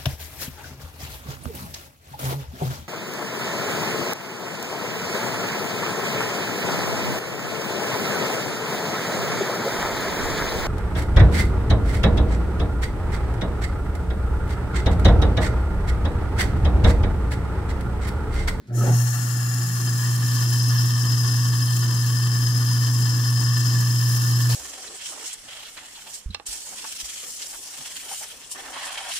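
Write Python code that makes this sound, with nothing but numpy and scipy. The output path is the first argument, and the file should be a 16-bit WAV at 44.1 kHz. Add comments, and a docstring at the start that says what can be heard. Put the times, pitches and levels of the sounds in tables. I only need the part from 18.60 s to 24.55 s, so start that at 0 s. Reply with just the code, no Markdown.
"""Garbage disposal running empty but wet

Under a steel kitchen sink a switch ticks, and an induction motor shudders up to speed, humming at
twice the mains rate. Its turntable churns water, flings spray at the grinding chamber and scrapes
with a steely ring. The tone opens as the listener clears the rim; at the end tap water hits the basin."""
import sys
import numpy as np
from scipy.fft import rfft, irfft, next_fast_len
from scipy.io import wavfile
from scipy.ndimage import map_coordinates

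SR = 44100
rng = np.random.default_rng(int(sys.argv[2]) if len(sys.argv) > 2 else 0)


def int16_out(signal):
    """Quantize to a 16-bit WAV file."""
    q = np.round(np.clip(np.atleast_2d(signal).T, -1, 1) * 32767)
    wavfile.write(sys.argv[1], SR, q.astype(np.int16))


N = 262395

# Room tone. Each row: frequency in Hz, relative level in dB.
ROOM_SPECTRUM = [(18, -56), (30, -10), (247, -4.5), (735, -28), (1780, -27), (2190, -26), (2700, -36),
                 (3980, -31), (15000, -50)]
# Stereo image in the basin. Each row: frequency in Hz, left-right likeness from -1 to 1.
STEREO_LIKENESS = [(60, 0.77), (330, 0.96), (520, 0.54), (950, 0.36), (1200, -0.057), (1700, 0.65),
                   (2100, -0.55), (2750, 0.15), (3100, 0.46), (3900, 0.41), (5050, 0.34), (5500, 0.3),
                   (7200, -0.35), (12500, -0.1), (15000, 0.11)]
# Short echoes that tie left and right together, for a less diffuse sound. 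Each entry: delay in seconds.
SIDE_ECHOES_S = [.00025, .00055, .0009, .0013, .0017, .0022]
# Colour of both the tap's splash and the switch's tick. Each row: frequency in Hz, relative level in dB.
SPLASH_SPECTRUM = [(25, -18), (70, 5), (300, 1), (900, -5), (1700, -23), (2150, -7), (3100, -2), (3700, -8),
                   (4400, 4), (5200, -1.5), (7000, -1), (8500, -5), (11500, -7), (16000, -18)]

MAINS_HZ, SHAFT_HZ, SWITCH_ON_S = 60.04, 29.25, .075
SHUDDER_AT_S, SHUDDER_RISE_DB_PER_S = 0.27, 139  # the shaking peaks just before full speed
# Magnetic hum, before the starting surge and sag. Each row: time in seconds, level in dB.
HUM_LEVELS = [(0.55, -23), (1.01, -22.5), (1.11, -25), (1.29, -21.5), (1.34, -22), (2.06, -19), (2.14, -18),
              (2.37, -20), (2.48, -19.5), (3.0, -20), (5.46, -19), (5.6, -20.5), (5.78, -18), (5.87, -19)]
# Stator buzz under the starting current. Each row: multiple of the hum's pitch, level in dB.
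BUZZ_HARMONICS = [(3, -43), (5, -55), (6, -54)]
# Rotor unbalance tones. Each row: multiple of the shaft rate, level in dB.
SHAFT_TONES = [(2, -60.5), (6, -50), (9, -49), (12, -55)]
# Rattle of the mount. Each row: frequency in Hz, relative level in dB.
MOUNT_SPECTRUM = [(120, 1), (200, 12.5), (633, 1.5), (726, 5), (851, -5), (1060, -43), (1330, -2),
                  (1840, -11), (2500, -18), (3250, -66), (5500, -120)]
# Lugs flying out. Each row: start in seconds, level in dB, pitch in Hz, seconds to fall 60 dB.
LUG_KNOCKS = [(.165, -31, 322, 0.11), (.177, -33, 1306, 0.14), (0.208, -24, 1280, 0.1),
              (0.23, -17, 195, 0.039), (.238, -23.5, 555, 0.14), (.265, -28.5, 830, 0.11),
              (.268, -32, 1337, 0.1), (.291, -27, 600, 0.073)]
# Low ring of the basin. Each row: frequency in Hz, width in Hz, relative level in dB.
BASIN_MODES = [(349, 15, 1), (495, 13, 1), (567, 6.3, 3), (597, 5.2, 3), (726, 29, 6.5), (838, 47, 2)]

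WET_AT_S, WET_RISE_S = .12, 0.15  # the turntable picks up the water
RIM_FROM_S, OVER_SINK_S = 1, 1.78  # the listener clears the rim
# Churning water. Each row: frequency in Hz, relative level in dB.
CHURN_SPECTRUM = [(20, -31), (45, -10), (80, -5), (130, 7), (200, 0.5), (260, 1.5), (350, -4), (430, -12),
                  (620, -18), (850, -14), (1400, -11.5), (2100, -18.5), (4000, -54)]
# Colour of the drumming: a dip at 2.1-2.5 kHz, a lift at 2.7 kHz. Each row: frequency in Hz, gain in dB.
DRUMMING_EQ = [(1880, 0), (2080, -6.5), (2450, -3), (2700, 6), (3550, -2.5), (3900, 0.5), (4200, -0.5)]
# Grinding chamber resonances. Each row: frequency in Hz, width in Hz, relative level in dB from above
# the sink, and from behind its rim.
CHAMBER_MODES = [(768, 26, -23.5, -4), (875, 23, -22, 1), (1010, 17, 0.5, -6), (1104, 17, 6.5, 1),
                 (1159, 29, 4, 5), (1221, 30, 2.5, 7), (1344, 43, -26, 6), (1440, 31, -0.5, 4.5),
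                 (1685, 23, 4.5, 10.5), (1737.7, 28, 8, 7.5), (1771, 16, 5, 8), (1870, 14, -2, 5),
                 (2727, 130, -9.5, -7.5), (3083, 52, 1, -2.5), (3174, 67, -3, -12), (3436, 124, -6.5, -19),
                 (3670, 110, -11.5, -19), (4230, 186, -3, -7)]
# Turntable resonances, lowest first. Each row: frequency in Hz, width in Hz, relative level in dB from
# above the sink, and from behind its rim.
STEEL_MODES = [(5066, 62, 12.5, 5), (5180, 49, -1, 0), (5290, 38, 3, -12), (5410, 41, -6, -9),
               (5685, 44, -16, -8), (6030, 85, -1, -14), (6500, 63, -3.5, -3), (7240, 130, -17, -5)]
# Ring of the rubbing steel, before the rim shades it. Each row: time in seconds, level in dB.
RING_LEVELS = [(.2, -45), (.8, -31.5), (1.2, -32.5), (1.62, -39.5), (1.8, -36), (2.3, -37.5), (2.7, -34),
               (3.15, -38.5), (3.9, -34.5), (4.4, -36.5), (4.9, -34.5), (5.95, -37.5)]
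# The steel catches and pings. Each row: time in seconds, level in dB.
STEEL_CATCHES = [(2.19, -34), (2.735, -33), (3.031, -27.5), (3.865, -28), (3.965, -30), (4.96, -28)]
# Broader rasp of wet steel. Each row: time in seconds, level in dB.
RASP_LEVELS = [(.2, -71), (.7, -54), (1.2, -62), (1.6, -51), (1.9, -43), (2.3, -37.5), (2.75, -45),
               (2.95, -51), (3.6, -88), (4.4, -42.5), (5.1, -42), (5.95, -43)]
# Colour of that rasp. Each row: frequency in Hz, relative level in dB.
RASP_SPECTRUM = [(4800, -56), (5150, -11), (5330, -1), (5480, 0.5), (5750, -11), (6600, -40)]

DROPS_PER_S, DROP_WASH = 9000, 1.1
# Spray at the drain. Each row: time in seconds, relative level in dB, left minus right in dB.
SPRAY_LEVELS = [(.2, -32, 12), (.3, -40, 11.5), (.35, -33.5, 11), (.68, -37, 10), (.87, -35.5, 8),
                (1.65, -34, 5.5), (1.8, -34.5, 5.5), (2.25, -34, 4.5), (2.42, -36, 6), (3, -34.5, 6.5),
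                (4.8, -35.5, 7.5), (5.3, -34.5, 4), (5.6, -32.5, 3.5), (5.9, -34, 2.5)]
# Spurts through the drain. Each row: time in seconds, boost in dB.
SPRAY_SPURTS = [(1.93, 2), (3.165, 6), (4.91, -3), (5.57, 3)]
# Hiss of the droplets. Each row: frequency in Hz, relative level in dB.
MIST_SPECTRUM = [(1500, -49), (2400, -7.5), (3500, -5.5), (3850, -5), (4300, 3.5), (4800, -9), (5300, 7),
                 (6700, 7.5), (7350, 10), (8000, 4), (8350, -2.5), (9200, 7), (10050, 2.5), (10650, 8.5),
                 (11500, 3.5), (12300, 6), (13100, 0.5), (15700, 0.5)]
# The listener's move to the sink. Each row: time in seconds, nearness from 0 to 1.
NEARNESS = [(.3, 0.01), (2.3, 0.97), (5.95, .95)]
# Echoes off the drain's collar, left list then right. Each row: delay in ms from afar, and over the sink.
COLLAR_ECHOES = [
    [(.719, .652), (1, .536), (0.14, 0.62)],
    [(1.2, 1), (4, 0.55), (0.56, 0.24)],
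]
# Sliding bands of hiss. Each row: starting frequency in Hz, width in Hz, relative level in dB.
HISS_BANDS = [(6280, 270, 5), (8240, 170, 1), (10900, 400, -2)]
# Gulps of water. Each row: time in seconds, level in dB, pitch in Hz, boost to the wall's drumming in dB.
WATER_GULPS = [(.32, -28, 165, -3), (1.1, -33, 172, 1), (1.78, -34.5, 262, 1), (2.14, -39, 253.5, 1),
               (2.52, -43, 262, 0.5), (2.64, -39, 149.5, 0.5), (4.125, -36.5, 184, 1),
               (5.04, -36, 255.7, 0), (5.17, -34.5, 176, -1)]
GULP_HALF_S = 0.036


def amp(db):
    """Decibels to gain."""
    return 10 ** (np.asarray(db) / 20)


def along(points, hz):
    """Read (Hz, value) points on a log frequency axis."""
    freqs, values = np.transpose(points)
    return np.interp(np.log(hz + 1), np.log(freqs + 1), values)


def clock():
    """The time of every sample, in seconds."""
    return np.arange(N) / SR


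def curves(rows):
    """An automation curve for each column after the time."""
    times, *columns = np.transpose(rows)
    return [np.interp(clock(), times, column) for column in columns]


def before_after(s):
    """Seconds still to go until s, and seconds gone since."""
    return np.maximum(s - clock(), 0), np.maximum(clock() - s, 0)


def ramp(rise_s, start=SWITCH_ON_S):
    """0 before the start, 1 after rise_s seconds."""
    return np.clip((clock() - start) / rise_s, 0, 1)


def swell(s, half_s):
    """A smooth bump of height 1 at time s."""
    return np.exp(-np.minimum(((clock() - s) / half_s) ** 2, 20))


def burst(start, rise_s, db, fall_db_per_s):
    """An envelope with a quick attack and a steady decay."""
    return amp(db - fall_db_per_s * before_after(start)[1]) * ramp(rise_s, start)


def wobble(rate):
    """A smooth random curve, rate knots a second."""
    return map_coordinates(rng.standard_normal(int(N * rate / SR) + 4), [clock() * rate])


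def noise():
    """Two unrelated white noises."""
    return rng.standard_normal((2, N))


def impacts(rate, wash):
    """Tiny random hits, rate a second, on a wash of countless smaller ones."""
    hits = noise() * (rng.random(N) < rate / SR)
    return hits / np.sqrt(np.mean(hits ** 2) + 1e-20) + wash * noise()


def filtered(x, response):
    """Pass x through a frequency response."""
    size = next_fast_len(N + SR // 2)
    return irfft(rfft(x, size) * response(np.fft.rfftfreq(size, 1 / SR)), size)[..., :N]


def shape(spectrum):
    """The response of a broad EQ curve."""
    return lambda hz: amp(along(spectrum, hz))


def body(modes):
    """The response of a set of resonances."""
    return lambda f: sum(amp(db) * 1j * f * width / (hz * hz - f * f + 1j * f * width)
                         for hz, width, db in modes)


def delayed(x, lag_s):
    """x heard a changing number of seconds later."""
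    return x[np.clip(np.arange(N) - np.round(lag_s * SR).astype(int), 0, N - 1)]


def panned(pair, left_db):
    """Lean a pair to the left, keeping its mean gain."""
    ratio = amp(left_db)
    return np.array([pair[0] * ratio, pair[1]]) * 2 / (1 + ratio)


def in_basin(pair, response):
    """Colour two unrelated drives and mix them as the basin's reflections do; the middle has rms 1."""
    size = next_fast_len(N + SR // 2, real=True)
    hz = np.fft.rfftfreq(size, 1 / SR)
    first, second = rfft(pair, size) * response(hz)
    spread = np.arccos(np.clip(along(STEREO_LIKENESS, hz), -1, 1)) / 2
    # part of the side signal is the middle, arriving by short echoes
    shared = 0.83 * np.tanh(sum(np.sin(2 * np.pi * hz * s) for s in SIDE_ECHOES_S))
    echoed = 1j * shared * first + np.sqrt(1 - shared ** 2) * second
    mid, side = irfft(np.array([first * np.cos(spread), echoed * np.sin(spread)]), size)[:, :N]
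    return np.array([mid + side, mid - side]) / np.std(mid)


def shade():
    """1 while the rim hides the drain, 0 once the listener is over the sink."""
    return 1 - ramp(OVER_SINK_S - RIM_FROM_S, RIM_FROM_S)


def past_rim(drive, modes, response):
    """Drive a set of modes whose balance changes as the listener clears the rim."""
    above = in_basin(drive, response([(hz, width, db) for hz, width, db, _ in modes]))
    behind = in_basin(drive, response([(hz, width, db) for hz, width, _, db in modes]))
    return above + shade() * (behind - above)


def kitchen():
    """A quiet, low bed of room tone."""
    return amp(-52) * in_basin(noise(), shape(ROOM_SPECTRUM))


def switch():
    """The contacts close with a faint tick."""
    tick = burst(start=0.071, rise_s=.002, db=-62, fall_db_per_s=201)
    return tick * in_basin(noise(), shape(SPLASH_SPECTRUM))


def shaft_angle():
    """The rotor reaches speed in about a quarter second, then wavers with the drag of the water."""
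    speed_hz = SHAFT_HZ * ramp(0.27) * (1 + 0.0027 * wobble(5))
    return 2 * np.pi * np.cumsum(speed_hz) / SR


def motor(angle):
    """The stator pulls twice per mains cycle, hardest while starting; unbalance adds weak shaft tones."""
    hum_db, = curves(HUM_LEVELS)
    # the hum sags under the shudder, peaks as the rotor reaches speed, and settles
    sag_db = 5 * swell(0.264, half_s=0.022)
    before, after = before_after(0.33)
    surge_db = 9 * np.maximum(1 - before / 0.32 - after / 0.22, 0)
    stereo_phase = np.outer([.5, -.5], .15 * (1 + 0.095 * wobble(1.3)))  # sides slightly out of step
    pull = 2 * np.pi * 2 * MAINS_HZ * clock() + 0.075 * wobble(27) + stereo_phase
    hum_gain = amp(hum_db + surge_db - sag_db + 0.42 * wobble(30)) * ramp(0.11)
    hum = hum_gain * (np.sin(pull) + amp(-35) * np.sin(2 * pull))
    tones = sum(amp(db + 3.2 * wobble(12)) * np.sin(k * angle + 0.8 * wobble(9)) for k, db in SHAFT_TONES)
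    buzz = sum(amp(db + 1.7 * wobble(21)) * np.sin(k * pull) for k, db in BUZZ_HARMONICS)
    starting = ramp(0.033) * (1 - ramp(0.083, SHUDDER_AT_S))
    return panned(np.sqrt(2) * (hum + buzz * starting + tones * ramp(0.97)), left_db=-.5)


def shudder(hold_s=.055, peak_db=-29.5, first_shake_db=-43.5, fall_db_per_s=190):
    """Starting torque shakes the mount from the moment the switch closes, holding its peak briefly."""
    before, after = np.maximum(np.array(before_after(SHUDDER_AT_S)) - hold_s / 2, 0)
    build_db = np.maximum(peak_db - SHUDDER_RISE_DB_PER_S * before, first_shake_db)
    shake = amp(build_db - fall_db_per_s * after) * ramp(.02)
    return shake * in_basin(impacts(rate=490, wash=0.99), shape(MOUNT_SPECTRUM))


def basin(jolt_db=27, fall_db_per_s=81):
    """The start jolts the steel basin, and the motor's shaking keeps it ringing faintly."""
    before, after = before_after(SHUDDER_AT_S)
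    jolt = amp(jolt_db - SHUDDER_RISE_DB_PER_S * before - fall_db_per_s * after)
    return amp(-64) * (1 + jolt) * in_basin(noise(), body(BASIN_MODES)) * ramp(0.15)


def chamber(angle, slosh):
    """Water churns low in the housing and drums on its wall as each of two lugs sweeps by."""
    hum_db, = curves(HUM_LEVELS)
    swell_db = hum_db - np.median(hum_db)  # both layers partly ride the hum's level
    turbulence = noise() * amp(3.3 * np.tanh(wobble(20)))
    churn = amp(-40 + 0.58 * swell_db) * in_basin(turbulence, shape(CHURN_SPECTRUM))
    slap_db = sum(db * swell(s, GULP_HALF_S) for s, _, _, db in WATER_GULPS)
    drops = impacts(rate=3500, wash=0.96)
    force = amp(slap_db + 0.5 * slosh + np.sin(2 * angle) + 1.8 * wobble(70))
    drumming = filtered(drops * force, shape(DRUMMING_EQ))
    whir = amp(-38 + 0.59 * swell_db) * past_rim(drumming, CHAMBER_MODES, body)
    return panned(churn, left_db=-1.5) + whir


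def plate(modes, cutoff_hz=4985):
    """The response of a steel plate, which hardly radiates below its first mode."""
    return lambda hz: body(modes)(hz) / np.sqrt(1 + (cutoff_hz / np.maximum(hz, cutoff_hz / 2)) ** 70)


def scrape(slosh, rim_loss_db=10):
    """Steel rubs in uneven bursts: the turntable rings, pings where it catches, and rasps."""
    ring_db, = curves(RING_LEVELS)
    rasp_db, = curves(RASP_LEVELS)
    pressure = amp(0.5 * slosh + 0.95 * wobble(45) + 0.58 * wobble(180))
    ring = past_rim(impacts(rate=2600, wash=0.64) * pressure, STEEL_MODES, plate)
    playhead = np.arange(N) + .00003 * SR * wobble(22)  # the pitch wavers
    ring = np.array([map_coordinates(side, [playhead]) for side in ring])
    ring *= amp(ring_db - rim_loss_db * shade())
    catches = sum(amp(db) * swell(s, half_s=0.0079) for s, db in STEEL_CATCHES)
    pings = np.sqrt(2) * catches * np.sin(2 * np.pi * STEEL_MODES[0][0] * playhead / SR)
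    rasp = amp(rasp_db) * in_basin(impacts(rate=1600, wash=0.68) * pressure, shape(RASP_SPECTRUM))
    return panned(ring + pings + rasp, left_db=11)


def reflected(pair, count, longest_s=.006, drift_s=.00008):
    """Short echoes shift as the listener nears, sweeping the colour of the hiss; wall echoes drift."""
    nearness, = curves(NEARNESS)
    out = []
    for side, echoes in zip(pair, COLLAR_ECHOES):
        collar = sum(delayed(side, (far + (near - far) * nearness) / 1000) for far, near in echoes)
        wall_lags = rng.uniform(longest_s / 10, longest_s, count)
        walls = sum(delayed(side, s + drift_s * wobble(1.2)) for s in wall_lags)
        out.append(side + amp(-15) * collar + amp(-7.5) * walls)
    return np.array(out) * np.std(pair) / np.std(out)


def spray(angle, slosh):
    """Flung droplets hiss through the drain; the middle of the hiss leans furthest left."""
    spray_db, left_db = curves(SPRAY_LEVELS)
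    spurt_db = sum(db * swell(s, half_s=0.0063) for s, db in SPRAY_SPURTS)
    throw = amp(spurt_db + 0.55 * slosh + 0.15 * np.sin(angle) + 1.44 * wobble(150))
    mist = in_basin(impacts(DROPS_PER_S, DROP_WASH) * throw, shape(MIST_SPECTRUM))
    mist = amp(spray_db - 1.45) * reflected(mist, count=6)
    # Each row: frequency in Hz, extra left minus right in dB.
    lean = [(2500, -17), (4300, 1.5), (7200, 1.5), (9500, -3.0), (11000, -3.5), (13000, -7.0)]
    mist = filtered(mist, lambda hz: amp(np.outer([.5, -.5], along(lean, hz))))
    return panned(mist, left_db)


def sliding_hiss(rise_per_s=.13, fall_db_per_s=10):
    """Bright bands in the hiss slide upward and fade while the listener swings towards the sink."""
    speed = 1 + rise_per_s * np.minimum(clock(), RIM_FROM_S)
    bands = in_basin(noise(), body(HISS_BANDS))
    sliding = np.array([map_coordinates(side, [np.cumsum(speed)], mode="wrap") for side in bands])
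    fade = amp(-36 - fall_db_per_s * clock()) * shade() * ramp(0.39, WET_AT_S)
    return panned(fade * sliding, left_db=13)


def lug_knocks(attack_s=0.002):
    """The swinging lugs fly outward with short pitched knocks."""
    out = np.zeros(N)
    for start, db, hz, t60 in LUG_KNOCKS:
        _, age = before_after(start)
        envelope = amp(db - 60 * np.minimum(age / t60, 10)) * (1 - np.exp(-age / attack_s))
        out += envelope * np.sin(2 * np.pi * hz * age)
    return out


def gulps():
    """Pockets of water slap the housing with a short low boom."""
    return sum(amp(db) * swell(s, GULP_HALF_S) * np.sin(2 * np.pi * hz * clock() + 0.5 * wobble(30))
               for s, db, hz, _ in WATER_GULPS)


def tap():
    """The tap's aerated stream lands on the steel with a soft hiss."""
    landing = burst(start=5.888, rise_s=0.01, db=-30, fall_db_per_s=40)
    splash = in_basin(impacts(DROPS_PER_S, DROP_WASH), shape(SPLASH_SPECTRUM))
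    return panned(landing * splash, left_db=2)


def scene():
    """One rotor and one sloshing load tie the disposal's layers together, over a quiet kitchen."""
    angle, slosh = shaft_angle(), wobble(32)
    wet = chamber(angle, slosh) + scrape(slosh) + spray(angle, slosh) + sliding_hiss() + gulps()
    room = kitchen()
    machine = switch() + motor(angle) + shudder() + basin() + lug_knocks()
    return room + machine + wet * ramp(WET_RISE_S, WET_AT_S) + tap()


def record(dry):
    """A brick-wall low-pass takes off the very top."""
    return filtered(dry, lambda hz: hz < 15760)


dry = scene()
out = record(dry)
int16_out(out)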